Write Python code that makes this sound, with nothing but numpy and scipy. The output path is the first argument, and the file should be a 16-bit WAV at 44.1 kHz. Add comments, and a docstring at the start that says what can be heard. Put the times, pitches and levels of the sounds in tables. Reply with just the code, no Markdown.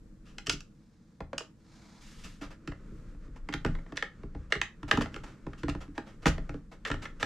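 """A desk in a small quiet room, close up: hands work on an open aluminium computer case.
A screw is picked out and put down, then fingers push at a part inside. Edges catch and let go in hard
clicks that ring the shell, the case rocks on the desk with a tick and a thud, and skin scuffs the metal.
Each contact is a burst of micro-slips played through the resonances of the parts or the desk top.
Underneath, a forearm sweeps by, fingers creep and the desk rumbles under the arms, over low room tone."""
import sys
import numpy as np
from scipy import signal
from scipy.fft import rfft, irfft
from scipy.io import wavfile
from scipy.ndimage import uniform_filter1d, minimum_filter1d

SR = 44100
rng = np.random.default_rng(int(sys.argv[2]) if len(sys.argv) > 2 else 0)


def wrap_up_sound(samples):
    """Save the sound to the file named by the first command line argument, as 16-bit audio."""
    columns = np.atleast_2d(samples).T
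    # keep every value between -1 and 1, then stretch to whole-number steps
    tamed = np.clip(columns, -1, 1)
    steps = np.round(tamed * 32767).astype(np.int16)
    wavfile.write(sys.argv[1], SR, steps)


N = 319725
FFT_SIZE = 16384
TIME = np.arange(N) / SR
AGE = np.arange(FFT_SIZE) / SR
BINS_HZ = np.arange(FFT_SIZE // 2 + 1) * SR / FFT_SIZE

# the case rocks on the desk: start_s, tick_db, tick_brightness_octaves, thud_db, thud_tilt_db_per_octave
CASE_KNOCKS = [(0.475, -60, 0, -41, .5), (.528, -58, 0, -42, -1), (1.204, -32.5, -0.54, -43, -2),
               (1.33, -28.5, -0.61, -50, 2), (2.412, -49.5, 0.37, -48.5, 5.5),
               (2.674, -34.5, 0.99, -38.5, -1), (2.914, -69, 0, -48, -3), (3.146, -58.5, 0, -51.5, -4),
               (3.279, -57, -0.091, -49, -3), (3.4872, -31, 0.28, -44.5, 4), (3.537, -24.5, 0.85, -37.5, 0),
               (3.6473, -23, 0.15, -29.5, -0.5), (3.661, -30, 0.3, -42.5, -7), (3.685, -46, 0, -38, -1),
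               (3.921, -38, -0.073, -47.5, 3), (4.232, -44.5, -0.32, -41.5, -1.5),
               (4.348, -42.5, -0.45, -40, -3.5), (4.552, -32, 0.53, -39, 0),
               (4.829, -36.5, 0.098, -41, -1.5), (4.928, -27, -0.85, -34, 1), (4.972, -22, .1, -28.5, 2.5),
               (5.008, -24, -0.086, -36, 1), (5.161, -33.5, 0.45, -48, 0), (5.465, -35.5, -0.64, -40, 0),
               (5.632, -32.5, 0.27, -33.5, 0.5), (5.681, -28, -0.16, -33, -0.5),
               (5.749, -36, -0.2, -39, -2), (5.877, -56, 0.17, -45, 0), (5.9778, -27.5, 0.013, -52.5, 10),
               (6.256, -16, .25, -22.5, -1), (6.379, -35, -0.12, -38.5, -4.5),
               (6.4915, -35, 0.13, -40, -2.5), (6.541, -39.5, -0.38, -43, 2),
               (6.9001, -27, -0.034, -34, -1.5), (6.94, -34, 0.23, -42.5, -2.5),
               (7.227, -19, 0.62, -39, -1)]
# quickly damped resonances of the parts in contact: pitch_hz, width_hz, level_db
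PART_MODES = [(575, 360, 1), (1260, 450, 0), (1773, 580, -11.5), (2633, 210, 2.5), (2987, 300, -2),
              (3630, 97, -16), (4950, 740, 1.5), (5670, 560, -1.5), (6330, 1700, -5), (7240, 840, -11.5)]
# band borders for clicks, scuffs and reverb: edge_hz
BAND_EDGES_HZ = (170, 400, 1100, 2300, 4300, 8200, 13000)


def clicks():
    """Screw, knocks and catching edges: the parts ring for milliseconds and the shell sings on faintly."""
    # an edge catches and lets go: start_s, contact_ms, level_db, brightness_octaves
    catches = [(2.7165, 2.9, -40.5, 0.13), (3.524, 2.6, -35, 1), (3.7495, 2.3, -40, 0.24),
               (3.785, 2.3, -47.5, 0), (3.862, 1.8, -49, 0), (3.97, 0.89, -28.5, 1.9),
               (3.9742, 0.92, -23.5, 0.84), (4.0243, 0.92, -19, 0.62), (4.5217, 1.58, -14.5, 0.81),
               (4.6142, 1.03, -16, 1.07), (4.9108, 1.82, -11.5, 0.86), (4.9195, 0.74, -31, 0.77),
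               (5.02, 1.04, -29, 1.13), (5.057, 1.6, -34, 0.098), (5.142, .8, -33, 1.24),
               (5.531, 2.25, -43.5, 0.56), (5.696, 1.26, -32.5, 1.35), (6.8495, 2.2, -27.5, 0.99),
               (6.859, 2.9, -31.5, 0.61), (6.913, 2.2, -26, 0.85), (7.052, 3.5, -35, 0.66)]
    # the catching edge's own resonance: pitch_hz, width_hz, level_db
    edge_modes = [(1784, 420, 4.5)]
    catch_rows = voiced(catches, skirt_db=12.5, weight_db=-5.5, air_db=-17)
    snap = 0
    for rows, modes in [(screw_ticks() + knock_ticks(), PART_MODES), (catch_rows, PART_MODES + edge_modes)]:
        snap += contacts(rows, BAND_EDGES_HZ, modes, direct=0.38, soft_hz=10500, spot_db=1,
                         dispersion=0.072, side=0.2, grain_db=1.5, size=4096)
    return undb(-2.35) * snap + undb(-13) * shell_ring(snap)


def screw_ticks():
    """Contact rows for the screw: bright ticks, and five equal touches as it chatters free."""
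    # picked out and put down: start_s, contact_ms, level_db, brightness_octaves
    ticks = [(.382, 1.6, -33.5, 1.4), (.468, 2.2, -28, 1.8), (.4942, 2.36, -18.5, 1.85),
             (.604, 1.9, -42.5, 2), (1.3795, 1.68, -25.5, 1.95), (1.404, 2.3, -36, -0.35)]
    chatter = [(.5158 + k * .0047, 0.55, -33.5, 3.1) for k in range(5)]  # same columns
    return voiced(ticks + chatter, skirt_db=7.5, weight_db=-7.5, air_db=-18)


def knock_ticks(contact_ms=1.61):
    """Contact rows for the hard attack of the case meeting the desk."""
    ticks = [(start, contact_ms, db, brightness) for start, db, brightness, _, _ in CASE_KNOCKS]
    return voiced(ticks, skirt_db=9, weight_db=-7, air_db=-15)


def shell_ring(snap):
    """Each click sets the narrow modes of the aluminium shell ringing."""
    # shell modes: pitch_hz, width_hz, level_db
    shell_modes = [(513, 17, 10), (660, 57, 3), (816, 10, 15), (918, 9.9, 2), (1340, 48, -1),
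                   (1443, 78, -0.5), (1840, 13, -0.5), (1900, 33, -3.5), (2500, 12, -11), (2560, 12, -4),
                   (3540, 16, -1), (4140, 26, -6.5), (4670, 12, -0.5), (5600, 33, 1)]
    impulse = irfft(resonances(shell_modes).sum(axis=0))
    return signal.fftconvolve(snap, impulse[None], axes=1)[:, :N]


def thuds(boom_db, contact_ms=3.73):
    """The rocking case drops its weight on the desk top's low modes; the middle band booms most."""
    # modes of the loaded desk top: pitch_hz, width_hz, level_db
    desk_modes = [(26.1, 14, 3), (45, 9.7, -2.5), (73.6, 6.5, -0.5), (105.6, 7.4, -1.5), (137.9, 12, -1.5),
                  (164.8, 5, 3.5), (199, 6.6, -10.5), (233, 42, -4), (285, 21, -2), (317.5, 4.7, -8.5),
                  (396, 39, -15), (450, 80, -10)]
    # borders of the three bass bands: edge_hz
    edges_hz = (22, 70, 200, 420)
    edges = np.log2(edges_hz)
    octaves_down, octaves_up = np.diff((edges[1:] + edges[:-1]) / 2)
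    rows = [(start, contact_ms, db - tilt * octaves_down, db + boom_db, db + tilt * octaves_up)
            for start, _, _, db, tilt in CASE_KNOCKS]
    return undb(4) * contacts(rows, edges_hz, desk_modes, direct=0.046, soft_hz=3000, spot_db=2,
                              dispersion=0.033, side=.04, grain_db=4)


def scuffs():
    """Skin and plastic rub the metal parts in longer, grainier contacts."""
    # short rubs: start_s, contact_ms, level_db, brightness_octaves
    rubs = [(.25, 25.5, -60, 1.17), (.46, 4.7, -45, 1.3), (2.235, 11.3, -46, 1.67),
            (2.408, 16, -43.5, 0.32), (2.502, 10.2, -49.5, 0.12), (3.357, 6.6, -51.5, -0.49),
            (3.955, 7.6, -48, 0.66), (4.498, 14, -52, -0.15), (4.877, 10, -42.5, 0.16),
            (4.935, 36, -49, .1), (5.012, 5.4, -34.5, 0.58), (5.234, 5.1, -43, 0.018),
            (5.25, 25, -54, 0.26), (5.574, 15, -57.5, 1.6), (5.688, 3.4, -36.5, 0.69),
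            (5.803, 10.8, -46.5, 0.11), (5.945, 14, -55.5, -0.025), (6.06, 17, -52.5, -0.08),
            (6.22, 12, -50, 0.21), (6.262, 5.2, -21, 0.23), (6.273, 5.6, -30.5, 1.5),
            (6.712, 10.3, -49.5, -0.24), (6.868, 7.1, -37.5, 0.48), (7.017, 12.3, -43, 0.61),
            (7.195, 15, -41, 0.63)]
    rows = voiced(rubs, skirt_db=5.5, weight_db=-4.5, air_db=-12.5)
    return undb(-1.86) * contacts(rows, BAND_EDGES_HZ, PART_MODES, direct=0.51, soft_hz=12000,
                                  spot_db=0.5, dispersion=0, side=0.28, grain_db=4.5)


def bearing_down():
    """Pressing arms shake the desk; gripping fingers creep in small jerks."""
    # each push on the case: start_s, end_s, rumble_db, creep_db
    grips = [(0, .5, -57, -73.5), (2.143, 2.45, -50, -59.5), (2.73, 3.9, -45.5, -55), (4.2, 4.5, -48, -59),
             (4.87, 5.6, -51, -55), (5.9, 6.05, -53, -60.5), (6.312, 6.5, -47.5, -55),
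             (6.818, 7.25, -50, -56)]
    # spectrum of creeping fingers: frequency_hz, level_db
    creep_colour = [(20, -33.5), (75, -16), (105, 0.5), (290, -5.5), (380, -12.5), (520, -14), (750, -30.5),
                    (1300, -18), (2100, -28), (3000, -36), (7500, -41), (13000, -67.5)]
    rumble_colour = [(10, -28), (20, 1.5), (27, 3.5), (48, -4), (70, -18.5), (130, -48.5), (400, -100)]
    attack_s, release_s = 0.22, 0.21
    press = envelope([(start, end, db) for start, end, db, _ in grips], attack_s, release_s)
    grip = envelope([(start, end, db) for start, end, _, db in grips], attack_s, release_s)
    rumble = noise(rumble_colour, side=.25) * press
    creep = noise(creep_colour, side=0.39) * grip
    return rumble * undb(3.3 * wander(11)) + creep * undb(4.8 * wander(25))


def hand_slide():
    """The hands slide onto the case with a brief hiss."""
    # the move: start_s, end_s, level_db
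    slides = [(2.02, 2.3, -60)]
    # spectrum of skin on metal: frequency_hz, level_db
    colour = [(410, -22), (700, -5), (1330, -1.5), (1850, 0), (2490, -0.5), (6860, -5), (13000, -23),
              (15000, -43)]
    return rub(envelope(slides, attack_s=0.02, release_s=0.12), colour, flutter_db=1)


def forearm_sweep():
    """A forearm brushes softly out and back over the desk."""
    # the two strokes: start_s, end_s, level_db
    sweeps = [(.82, 1.15, -78.5), (1.78, 2.0, -63.5)]
    # spectrum of the arm on the desk: frequency_hz, level_db
    colour = [(290, -49), (500, -12), (739, -4), (2350, -10.5), (2860, -17), (3990, -10), (6690, -14.5),
              (14000, -41)]
    return rub(envelope(sweeps, attack_s=0.22, release_s=.1), colour, flutter_db=2)


def reverb(dry, wet_db, t60_low_s, t60_high_s, predelay_s, mono_below_hz):
    """Nearby walls return a short diffuse tail, duller as it fades and narrow in the bass."""
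    tail = 0
    for lo, hi in zip(BAND_EDGES_HZ, BAND_EDGES_HZ[1:]):
        t60 = np.interp(np.log(hi), np.log([400, 13000]), [t60_low_s, t60_high_s])
        fade = np.exp(-np.log(1000) * AGE / t60) * np.clip(AGE / predelay_s - 1, 0, 1)
        mid, wide = irfft(rfft(rng.standard_normal((2, FFT_SIZE))) * band(lo, hi)) * fade
        wide = wide * lo / (lo + mono_below_hz)
        tail = tail + np.array([mid + wide, mid - wide])
    tail = tail / np.linalg.norm(tail, axis=1, keepdims=True)
    return dry + undb(wet_db) * signal.fftconvolve(dry, tail, axes=1)[:, :N]


def room_tone(level_db):
    """A low, gently wavering bed of noise."""
    # spectrum of the still room: frequency_hz, level_db
    colour = [(12, -40), (20, 0), (92, -7), (211, -0.5), (270, -11), (328, -6), (387, -31.5), (445, -15),
              (733, -33.5), (1390, -32), (2930, -43.5), (7510, -43.5), (12700, -57), (15000, -55)]
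    return noise(colour, side=1) * undb(level_db + 2.4 * wander(6.3))


def microphone_pair(sound, left_lead_ms):
    """The case sits almost midway between two microphones, each hearing its own colour."""
    # stereo balance: frequency_hz, left_minus_right_db
    balance = [(60, 1), (300, -1.3), (1400, -1), (3000, -0.3), (6000, -0.2), (10000, 4.5)]
    hz = np.arange(N // 2 + 1) * SR / N + 1
    left = undb(curve_db(balance, hz) / 2) * np.exp(1j * np.pi * hz * left_lead_ms / 1000)
    return irfft(rfft(sound) * np.array([left, 1 / left]), N)


def voiced(rows, skirt_db, weight_db, air_db):
    """Band levels per contact: a hump at its brightness (octaves above 1 kHz), skirt_db per octave."""
    edges = np.log2(np.array(BAND_EDGES_HZ[1:-1]) / 1000)
    octaves = (edges[1:] + edges[:-1]) / 2
    out = []
    for start, ms, db, brightness in rows:
        hump = -skirt_db * np.hypot(octaves - brightness, .5)
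        levels = db + hump - 20 * np.log10(np.linalg.norm(undb(hump)))
        out.append((start, ms, levels[0] + weight_db, *levels, levels[-1] + air_db))
    return out


def contacts(rows, edges_hz, modes, direct, soft_hz, spot_db, dispersion, side, grain_db, size=FFT_SIZE):
    """Play rows of start_s, contact_ms and band levels through a body; each spot favours other modes."""
    softening = (1 + 1j * BINS_HZ / soft_hz) ** 4
    bands = [band(lo, hi, order=5) / softening for lo, hi in zip(edges_hz, edges_hz[1:])]
    lags = (np.array(edges_hz[1:]) / np.median(edges_hz)) ** -dispersion  # low bending waves are slower
    body = resonances(modes)
    out = np.zeros((2, N))
    for start, ms, *levels_db in rows:
        mode_gains = undb(spot_db * rng.standard_normal((len(body), 1)))
        spot = direct + (mode_gains * body).sum(axis=0)
        add(out, start, micro_slips(ms, levels_db, [spot * b for b in bands], lags, side, grain_db, size))
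    return out


def micro_slips(contact_ms, levels_db, bands, lags, side, grain_db, size):
    """One contact: a cluster of tiny slips swells and dies, with its own strength in each band."""
    span_s = max(contact_ms, .3) / 1000
    slips = rng.standard_normal((2, size // 2)) * undb(grain_db * rng.standard_normal(size // 2))
    out = 0
    for k, (db, response, lag) in enumerate(zip(levels_db, bands, lags)):
        progress = AGE[:size // 2] / (span_s * lag)
        burst = slips * progress * np.exp(-progress)
        mid, wide = irfft(rfft(burst, size) * response[::FFT_SIZE // size])
        mid = mid / np.linalg.norm(mid)
        wide = side * wide / np.linalg.norm(wide)
        out = out + (-1) ** k * undb(db) * np.array([mid + wide, mid - wide])
    return out * np.sqrt(2 * span_s * SR)


def rub(gain, colour, flutter_db):
    """Skin or cloth sliding along: a hiss that flutters as it grips and slips."""
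    return noise(colour, side=0.27) * gain * undb(flutter_db * wander(130))


def envelope(rows, attack_s, release_s):
    """Each movement swells, holds its level from start to end, and dies away."""
    out = 0
    for start, end, db in rows:
        rise = 1 + (TIME - start) / attack_s
        fall = 1 - (TIME - end) / release_s
        out += undb(db) * np.clip(np.minimum(rise, fall), 0, 1)
    return out


def resonances(modes):
    """Frequency responses of damped modes, one row each."""
    return np.array([undb(db) * 1j * BINS_HZ * width / (hz ** 2 - BINS_HZ ** 2 + 1j * BINS_HZ * width)
                     for hz, width, db in modes])


def band(lo, hi, order=3):
    """Frequency response of a causal band-pass."""
    sections = signal.butter(order, [lo, hi], "band", fs=SR, output="sos")
    return signal.sosfreqz(sections, BINS_HZ, fs=SR)[1]


def noise(colour, side):
    """Coloured stereo noise of rms 1, centred in the bass; side sets its width."""
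    hz = np.arange(N // 2 + 1) * SR / N + 1
    mid, wide = rfft(rng.standard_normal((2, N))) * undb(curve_db(colour, hz))
    wide = wide * side * hz / (hz + 1000)
    out = irfft(np.array([mid + wide, mid - wide]), N)
    return out / out.std()


def curve_db(points, hz):
    """An EQ curve joining its points over log frequency."""
    points_hz, db = np.transpose(points)
    return np.interp(np.log(hz), np.log(points_hz), db)


def wander(rate_hz):
    """Smooth random drift with a spread near 1."""
    hold = max(int(SR / rate_hz), 1)
    steps = np.repeat(rng.standard_normal(N // hold + 1), hold)
    return 1.07 * uniform_filter1d(uniform_filter1d(steps, hold), hold)[:N]


def undb(db):
    """Decibels to gain."""
    return 10 ** (np.asarray(db) / 20)


def add(track, start_s, sound):
    """Mix a sound into a track."""
    start = max(int(start_s * SR), 0)
    part = sound[..., :max(N - start, 0)]
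    track[..., start:start + part.shape[-1]] += part


def scene():
    """All the handling over the still room."""
    foley = forearm_sweep() + hand_slide() + clicks() + scuffs() + thuds(boom_db=2)
    near = reverb(foley, wet_db=-8, t60_low_s=0.25, t60_high_s=0.19, predelay_s=0.00095, mono_below_hz=1790)
    bed = room_tone(level_db=-55.5)
    return microphone_pair(near + bearing_down(), left_lead_ms=0.0016) + bed


def record(dry):
    """A fast limiter holds down the hardest clicks, then a steep low-pass cuts the top."""
    ceiling, top_hz = .41, 14500
    gain = ceiling / np.maximum(np.abs(dry).max(axis=0), ceiling)
    gain = uniform_filter1d(minimum_filter1d(gain, size=65), size=65)
    return signal.sosfilt(signal.ellip(8, .2, 70, top_hz, fs=SR, output="sos"), dry * gain)


dry = scene()
out = record(dry)
wrap_up_sound(out)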